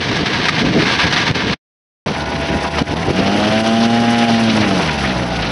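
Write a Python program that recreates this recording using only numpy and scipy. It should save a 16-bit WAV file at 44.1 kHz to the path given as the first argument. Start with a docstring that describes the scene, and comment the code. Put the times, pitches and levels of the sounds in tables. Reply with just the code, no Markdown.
"""Crushed stone clatters from a conveyor into a steel barge: countless impacts excite the ringing modes
of the hold, and the sliding heap booms once. After half a second of silence a small boat is under way.
Its outboard motor, a harmonic series on the firing rate, idles, revs up and drops back, while water
fizzes and sloshes along the hull. In both scenes turbulent river wind buffets the microphone,
and now and then the level dips briefly."""
import sys
import numpy as np
from scipy import signal
from scipy.fft import rfft, irfft
from scipy.io import wavfile
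from scipy.ndimage import uniform_filter1d

SR = 44100
rng = np.random.default_rng(int(sys.argv[2]) if len(sys.argv) > 2 else 0)


def store_wav(level_fs):
    """Save 16-bit WAV to argv[1]."""
    pcm = np.round(np.clip(np.atleast_2d(level_fs), -1, 1) * 32767)
    wavfile.write(sys.argv[1], SR, pcm.T.astype(np.int16))


N = 242991
TIME = np.arange(N) / SR

# loudness of the stone clatter, ducking briefly as the boom swells: (time [s], level [dB])
CLATTER_LEVEL = [(0, -21.5), (0.12, -18), (0.24, -20.5), (0.38, -18.5), (0.68, -21.5), (0.9, -17),
                 (1.22, -17.5), (1.4, -19), (1.53, -20)]
# heavier loads landing: (time [s], crash level [dB], length [s], clang level [dB])
STONE_LOADS = [(0.023, -23.5, 0.011, -41), (.259, -18.5, 0.02, -27), (0.331, -21, 0.023, -47),
               (0.484, -11.5, 0.016, -17.5), (0.579, -19.5, 0.05, -31), (0.824, -20, .004, -30),
               (1.125, -16.5, 0.024, -33), (1.162, -18, 0.059, -35.5), (1.277, -16.5, 0.012, -32),
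               (1.347, -14.5, .016, -37.5)]
# spectrum of the clatter: (frequency [Hz], relative density [dB])
CLATTER_SPECTRUM = [(240, -42), (400, -15), (435, -13), (615, -14), (706, -4), (823, -11), (1260, -11),
                    (1580, -4.5), (1740, -4.5), (4110, -9), (6060, -18.5), (7060, -33.5), (11000, -39),
                    (14300, -78.5), (22000, -120)]
# modes of the steel hold: (frequency [Hz], bandwidth [Hz], relative gain [dB])
HOLD_MODES = [(945, 150, -2), (1166, 38, -1), (1638, 33, 0.5), (2124, 16, 0.5)]


def pouring_stone():
    """Impact excitation: stones clatter on the heap and ring the hold; heavy loads crash and clang."""
    clatter_db, = in_time(CLATTER_LEVEL)
    stream_db = clatter_db - 1.2 - 0.9 * drift(6.9)   # the stream surges unevenly
    crash, clang = 0, 0
    for onset, crash_db, length, clang_db in STONE_LOADS:
        burst = (TIME > onset) * np.exp(-((TIME - onset) / length) ** 4)
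        crash = crash + from_db(crash_db) * burst
        clang = clang + from_db(clang_db) * burst
    impacts = grains(per_s=550, spread_db=2.0, decay_s=0.012)
    stream = from_db(stream_db) * patchy(impacts, depth_db=0.96, rate_hz=54)
    hits = stream + crash * rng.standard_normal(N)
    clatter = from_db(0.75) * coloured(hits, CLATTER_SPECTRUM)
    ringing = unit_rms(sum(from_db(db) * resonate(hits, hz, width) for hz, width, db in HOLD_MODES))
    ringing_db = -10 + 0.5 * (clatter_db - clatter_db.mean())   # the steel stands out in louder clatter
    plate = clang * unit_rms(resonate(rng.standard_normal(N), hz=1260, width_hz=210))
    return np.std(hits) * (clatter + from_db(ringing_db) * ringing) + plate


# boom in the hold: (level [dB], length [s], centre frequency [Hz], bandwidth [Hz])
HOLD_BOOM = (-14.5, 0.1, 309, 159.5)


def sliding_heap():
    """Noise-driven resonance: the heap gives way against the steel in one dull swell."""
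    db, length, hz, width = HOLD_BOOM
    boom = resonate(rng.standard_normal(N), hz, width)
    boom = unit_rms(resonate(boom, hz, 2 * width))
    return from_db(db) * swell(peak_s=0.778, length_s=length) * boom


# engine speed: (time [s], firing rate [Hz])
FIRING_RATE = [(2.06, 73.7), (2.89, 74.4), (3.12, 89.9), (3.2, 95.8), (3.34, 101.9), (3.6, 110.9),
               (3.92, 116.2), (4.17, 117.6), (4.45, 112.9), (4.62, 105.7), (4.7, 98.8), (4.78, 90.5),
               (4.89, 75.1), (5.05, 67.4), (5.1, 63.3), (5.21, 61.0), (5.51, 56.8)]
# idle, opened up, held, throttled back: (time [s], exhaust drive [dB], cowling drive [dB])
MOTOR_LOAD = [(2.06, -44.5, -36.5), (3.0, -36, -32.5), (3.28, -23, -22), (3.48, -21, -21.5),
              (3.8, -14, -22), (4.28, -16, -19.5), (4.5, -16, -31), (4.7, -23.5, -25.5),
              (4.95, -27.5, -32.5), (5.15, -28, -30.5), (5.51, -28, -54)]
# responses of the exhaust and the cowling: (frequency [Hz], gain [dB])
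EXHAUST_RESPONSE = [(55, -25), (75, -10), (115, -12.5), (150, 0), (190, 3.5), (234, -0.8), (285, -8),
                    (315, -1), (345, -17), (470, -17), (600, -28), (900, -55)]
COWLING_RESPONSE = [(450, -22), (540, -8.5), (585, -13.5), (630, -2), (665, 2), (715, -5), (770, -3.5),
                    (820, -2.5), (875, -18), (950, -25), (1900, -18), (2400, -46), (2850, -15), (3300, -20),
                    (4200, -27)]


def outboard_motor():
    """Source and filter: periodic firings boom in the exhaust, buzz in the cowling and puff out hiss."""
    firing_hz, = in_time(FIRING_RATE)
    firing_hz = uniform_filter1d(firing_hz, size=2000, mode="nearest") * (1 + 0.0015 * drift(25))
    phase = 2 * np.pi * np.cumsum(firing_hz) / SR
    exhaust_db, cowling_db = in_time(MOTOR_LOAD)
    exhaust_drive = from_db(exhaust_db + drift(22))
    cowling_drive = from_db(cowling_db + 1.1 * drift(31))
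    harmonics = 0
    for k in range(1, 33):
        scatter = rng.normal() * min(k / 5, 2)   # high harmonics arrive less in step
        exhaust = exhaust_drive * gliding_gain(EXHAUST_RESPONSE, k * firing_hz)
        cowling = cowling_drive * gliding_gain(COWLING_RESPONSE, k * firing_hz)
        harmonics = harmonics + (exhaust + cowling) * np.cos(k * phase + scatter)
    whine = gear_whine(firing_hz, phase)
    puffs = rng.standard_normal(N) * (1 + np.cos(phase)) ** 2
    hiss = from_db(cowling_db - 17) * unit_rms(resonate(puffs, hz=4700, width_hz=900))
    return np.sqrt(2) * (harmonics + whine) + hiss


# gear tones: (order [multiple of the firing rate], drive [dB])
GEAR_ORDERS = [(1, -31), (2, -30), (4, -39), (9, -36), (11, -36), (12, -36), (13, -34), (14, -37),
               (16, -37), (19, -38), (20, -38), (22, -41), (25, -37), (27, -39)]
# transmission through the gear case: (frequency [Hz], gain [dB])
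GEAR_CASE_RESPONSE = [(55, 0.5), (74, 0.5), (84, -2), (118, -4), (300, 1.5), (650, -1), (900, -1.5),
                      (1000, 0.5), (1150, -15), (1450, -0.5), (1800, -17), (2300, -7), (2800, -4)]


def gear_whine(firing_hz, phase):
    """Engine orders: the gears sound at whole multiples of the firing rate, filtered by their case."""
    whine = 0
    for k, db in GEAR_ORDERS:
        strength = from_db(db + 3 * drift(10)) * gliding_gain(GEAR_CASE_RESPONSE, k * firing_hz)
        wander = 2 * np.pi * rng.random() + 0.65 * drift(5.5)
        whine = whine + strength * np.sin(k * phase + wander)
    return whine


# water along the hull, louder as the boat gathers way: (time [s], level [dB])
HULL_WASH = [(2.06, -25.5), (3.0, -26.5), (3.35, -21.5), (3.95, -24), (4.2, -23), (4.8, -22.5), (5.25, -25),
             (5.51, -24.5)]
# bow slaps, then the wake catching up: (peak time [s], spray level [dB], slosh level [dB], length [s])
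WAVE_SLAPS = [(2.086, -25.5, -30, 0.057), (2.644, -24.5, -20.5, 0.043), (2.785, -21.5, -18, 0.043),
              (3.185, -21.5, -37, .05), (4.588, -21, -22.5, 0.15), (4.824, -24, -24, 0.099),
              (5.038, -24, -27, 0.08), (5.456, -25, -45, 0.046)]
# spectra of spray and slosh: (frequency [Hz], relative density [dB])
SPRAY_SPECTRUM = [(590, -38), (1000, -7), (1150, -4.5), (1450, -0.5), (2080, -1), (2730, -2), (5910, -10.5),
                  (7070, -26.5), (7670, -23), (8470, -30), (9280, -22.5), (11000, -23.5), (14300, -103),
                  (22000, -120)]
SLOSH_SPECTRUM = [(250, -40), (450, -6.5), (700, -2), (950, -4), (1200, -9.5), (1800, -20)]


def hull_water():
    """Shot noise: tiny splashes merge into fizzing spray and a lower slosh; both swell with each wave."""
    wash_db, = in_time(HULL_WASH)
    droplets = grains(per_s=2600, spread_db=3.4, decay_s=0.01)
    spray = coloured(patchy(droplets, depth_db=2.68, rate_hz=29), SPRAY_SPECTRUM)
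    slosh = coloured(grains(per_s=430, spread_db=4.0, decay_s=0.0078), SLOSH_SPECTRUM)
    spray_gain = swelling(wash_db, [(s, db, length) for s, db, _, length in WAVE_SLAPS])
    slosh_gain = swelling(wash_db - 4.5, [(s, db, length) for s, _, db, length in WAVE_SLAPS])
    return spray_gain * spray + slosh_gain * slosh


# gusts on top of the steady wind: (peak time [s], level [dB], length [s])
WIND_GUSTS = [(0.13, -17.5, 0.077), (0.221, -16.5, .06), (0.405, -22, 0.034), (0.66, -14.5, 0.11),
              (0.779, -14, 0.14), (1.056, -19, 0.047), (1.319, -12, 0.044), (1.357, -17, 0.032),
              (1.51, -19, 0.15), (2.096, -19.5, 0.086), (2.55, -18, 0.11), (2.822, -12.5, 0.026),
              (2.924, -18.5, 0.087), (3.004, -23, 0.025), (3.103, -13.5, 0.086), (3.207, -14.5, .06),
              (3.42, -21, 0.6), (4.67, -19, 0.35)]
# wind spectra at the conveyor and under way: (frequency [Hz], relative density [dB])
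MOORED_WIND_SPECTRUM = [(15, -51.5), (25, -30.5), (43, -21), (59, -9), (151, 0), (325, -4), (354, -9.5),
                        (418, -6.5), (600, -13.5), (700, -15.5), (910, -28.5), (1540, -120)]
RIDE_WIND_SPECTRUM = [(25, -25), (45, -15.5), (70, -10.5), (110, -4.5), (180, -1.5), (290, -2.5), (450, -7),
                      (700, -15.5), (1400, -60)]


def wind(spectrum, steady_db, buffet_db, buffet_hz):
    """Turbulent pressure: eddies hit the microphone as a low, uneven rumble, harder in the gusts."""
    eddies = rng.standard_normal(N) * from_db(buffet_db * drift(buffet_hz))
    return swelling(steady_db, WIND_GUSTS) * coloured(eddies, spectrum)


# brief drops in level: (time [s], depth [dB], recovery time [s])
LEVEL_DIPS = [(.033, 4, 0.023), (.24, 3.5, .03), (.497, 3.5, 0.039), (1.315, 14, 0.051), (2.123, 3, 0.035),
              (2.246, 4.5, 0.022), (2.69, 4, 0.047), (2.826, 13, 0.062), (2.943, 6.5, 0.029),
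              (3.115, 6, 0.041), (3.616, 4, 0.044), (3.87, 5, 0.038), (4.255, 4.5, 0.031),
              (5.132, 2, 0.028)]


def level_dips():
    """Amplitude modulation: a gain that falls abruptly and climbs back."""
    loss_db = 0
    for onset, depth_db, recovery_s in LEVEL_DIPS:
        progress = (TIME - onset) / recovery_s
        loss_db = loss_db + depth_db * (TIME > onset) * np.clip(1 - progress ** 2, 0, 1)
    return from_db(-uniform_filter1d(loss_db, size=60))


def grains(per_s, spread_db, decay_s):
    """Poisson process: impacts of random size, each a decaying burst of white noise; rms 1."""
    sizes = from_db(spread_db * np.minimum(rng.exponential(1, N), 4))
    energy = (rng.random(N) < per_s / SR) * sizes ** 2
    retained = np.exp(-2 / (decay_s * SR))
    envelope = np.sqrt(signal.lfilter([1], [1, -retained], energy + 1e-18))
    return unit_rms(envelope * rng.standard_normal(N))


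def patchy(x, depth_db, rate_hz):
    """Band-wise modulation: each octave swells and fades as pieces of different size come and go."""
    spectrum, bands = rfft(x), 0
    hz = np.arange(N // 2 + 1) * SR / N
    octave = np.log2(np.clip(hz, 250, 8000) / 250)
    for k in range(6):
        band = irfft(spectrum * np.maximum(1 - np.abs(octave - k), 0), N)
        bands = bands + band * from_db(depth_db * drift(rate_hz))
    return unit_rms(bands)


def resonate(x, hz, width_hz):
    """Damped resonance: a single mode with unit gain at its peak."""
    r = np.exp(-np.pi * width_hz / SR)
    feedback = [1, -2 * r * np.cos(2 * np.pi * hz / SR), r * r]
    return signal.lfilter(np.array([1, 0, -1]) * (1 - r * r) / 2, feedback, x)


def drift(rate_hz):
    """Low-pass noise: a smooth random fluctuation, mostly slower than rate_hz; rms 1."""
    hz = np.arange(N // 2 + 1) * SR / N
    return unit_rms(irfft(rfft(rng.standard_normal(N)) / (1 + (hz / rate_hz) ** 2), N))


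def swell(peak_s, length_s):
    """Gaussian envelope: a smooth rise and fall."""
    return np.exp(-np.square(2 * (TIME - peak_s) / length_s))


def swelling(steady_db, swells):
    """Incoherent addition: the gain of a steady flow and its swells, whose powers add."""
    swell_power = sum((from_db(db) * swell(s, length)) ** 2 for s, db, length in swells)
    return np.sqrt(from_db(steady_db) ** 2 + swell_power)


def coloured(x, spectrum):
    """Spectral shaping: x filtered by a tabulated curve; rms 1."""
    hz = np.maximum(np.arange(N // 2 + 1) * SR / N, 1)
    return unit_rms(irfft(rfft(x) * gain_at(spectrum, hz), N))


def gliding_gain(response, hz):
    """Quasi-static filtering: a gliding tone takes the gain at its instantaneous frequency."""
    return np.interp(TIME, TIME[::64], gain_at(response, hz[::64]))


def gain_at(response, hz):
    """Frequency response: the gain at hz, falling 20 dB an octave beyond the table's ends."""
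    knots_hz, db = np.transpose(response)
    octaves_outside = np.abs(np.log2(hz / np.clip(hz, knots_hz[0], knots_hz[-1])))
    return from_db(np.interp(np.log(hz), np.log(knots_hz), db) - 20 * octaves_outside)


def in_time(rows):
    """Linear interpolation: each column of a time curve at every sample."""
    times, *columns = np.transpose(rows)
    return [np.interp(TIME, times, column) for column in columns]


def from_db(db):
    """Decibel law: level to amplitude ratio."""
    return 10 ** (np.asarray(db) / 20)


def unit_rms(x):
    """Normalisation to unit power."""
    return x / np.sqrt(np.mean(x ** 2) + 1e-20)


def scene():
    """Superposition in two scenes: the loading fades out quickly, and the ride starts abruptly."""
    pour_end_s, ride_start_s = 1.536, 2.061
    loading = pouring_stone() + sliding_heap()
    loading += wind(MOORED_WIND_SPECTRUM, steady_db=-21.5, buffet_db=0.86, buffet_hz=160)
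    ride = outboard_motor() + hull_water()
    ride += wind(RIDE_WIND_SPECTRUM, steady_db=-24.5, buffet_db=2.0, buffet_hz=140)
    fade_out = from_db(-1500 * np.maximum(TIME - pour_end_s, 0))
    mix = loading * fade_out + ride * (TIME > ride_start_s)
    return (mix * level_dips())[None]


# narrow gaps in the treble: (frequency [Hz])
NOTCHES_HZ = [7000, 8530, 10020]


def record(dry):
    """Soft saturation and band limiting: a small camera rounds peaks, notches the treble, cuts the top."""
    overshoot = dry - dry / (1 + (dry / 0.76) ** 6) ** (1 / 6)
    mellow = signal.butter(4, 5500, fs=SR, output="sos")   # keeps a bright edge off the distortion
    sound = dry - signal.sosfiltfilt(mellow, overshoot)
    for hz in NOTCHES_HZ:
        sound = signal.lfilter(*signal.iirnotch(hz, Q=hz / 600, fs=SR), sound)
    top_cut = signal.ellip(12, 0.3, 80, 11050, fs=SR, output="sos")
    return signal.sosfilt(top_cut, sound)


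dry = scene()
out = record(dry)
store_wav(out)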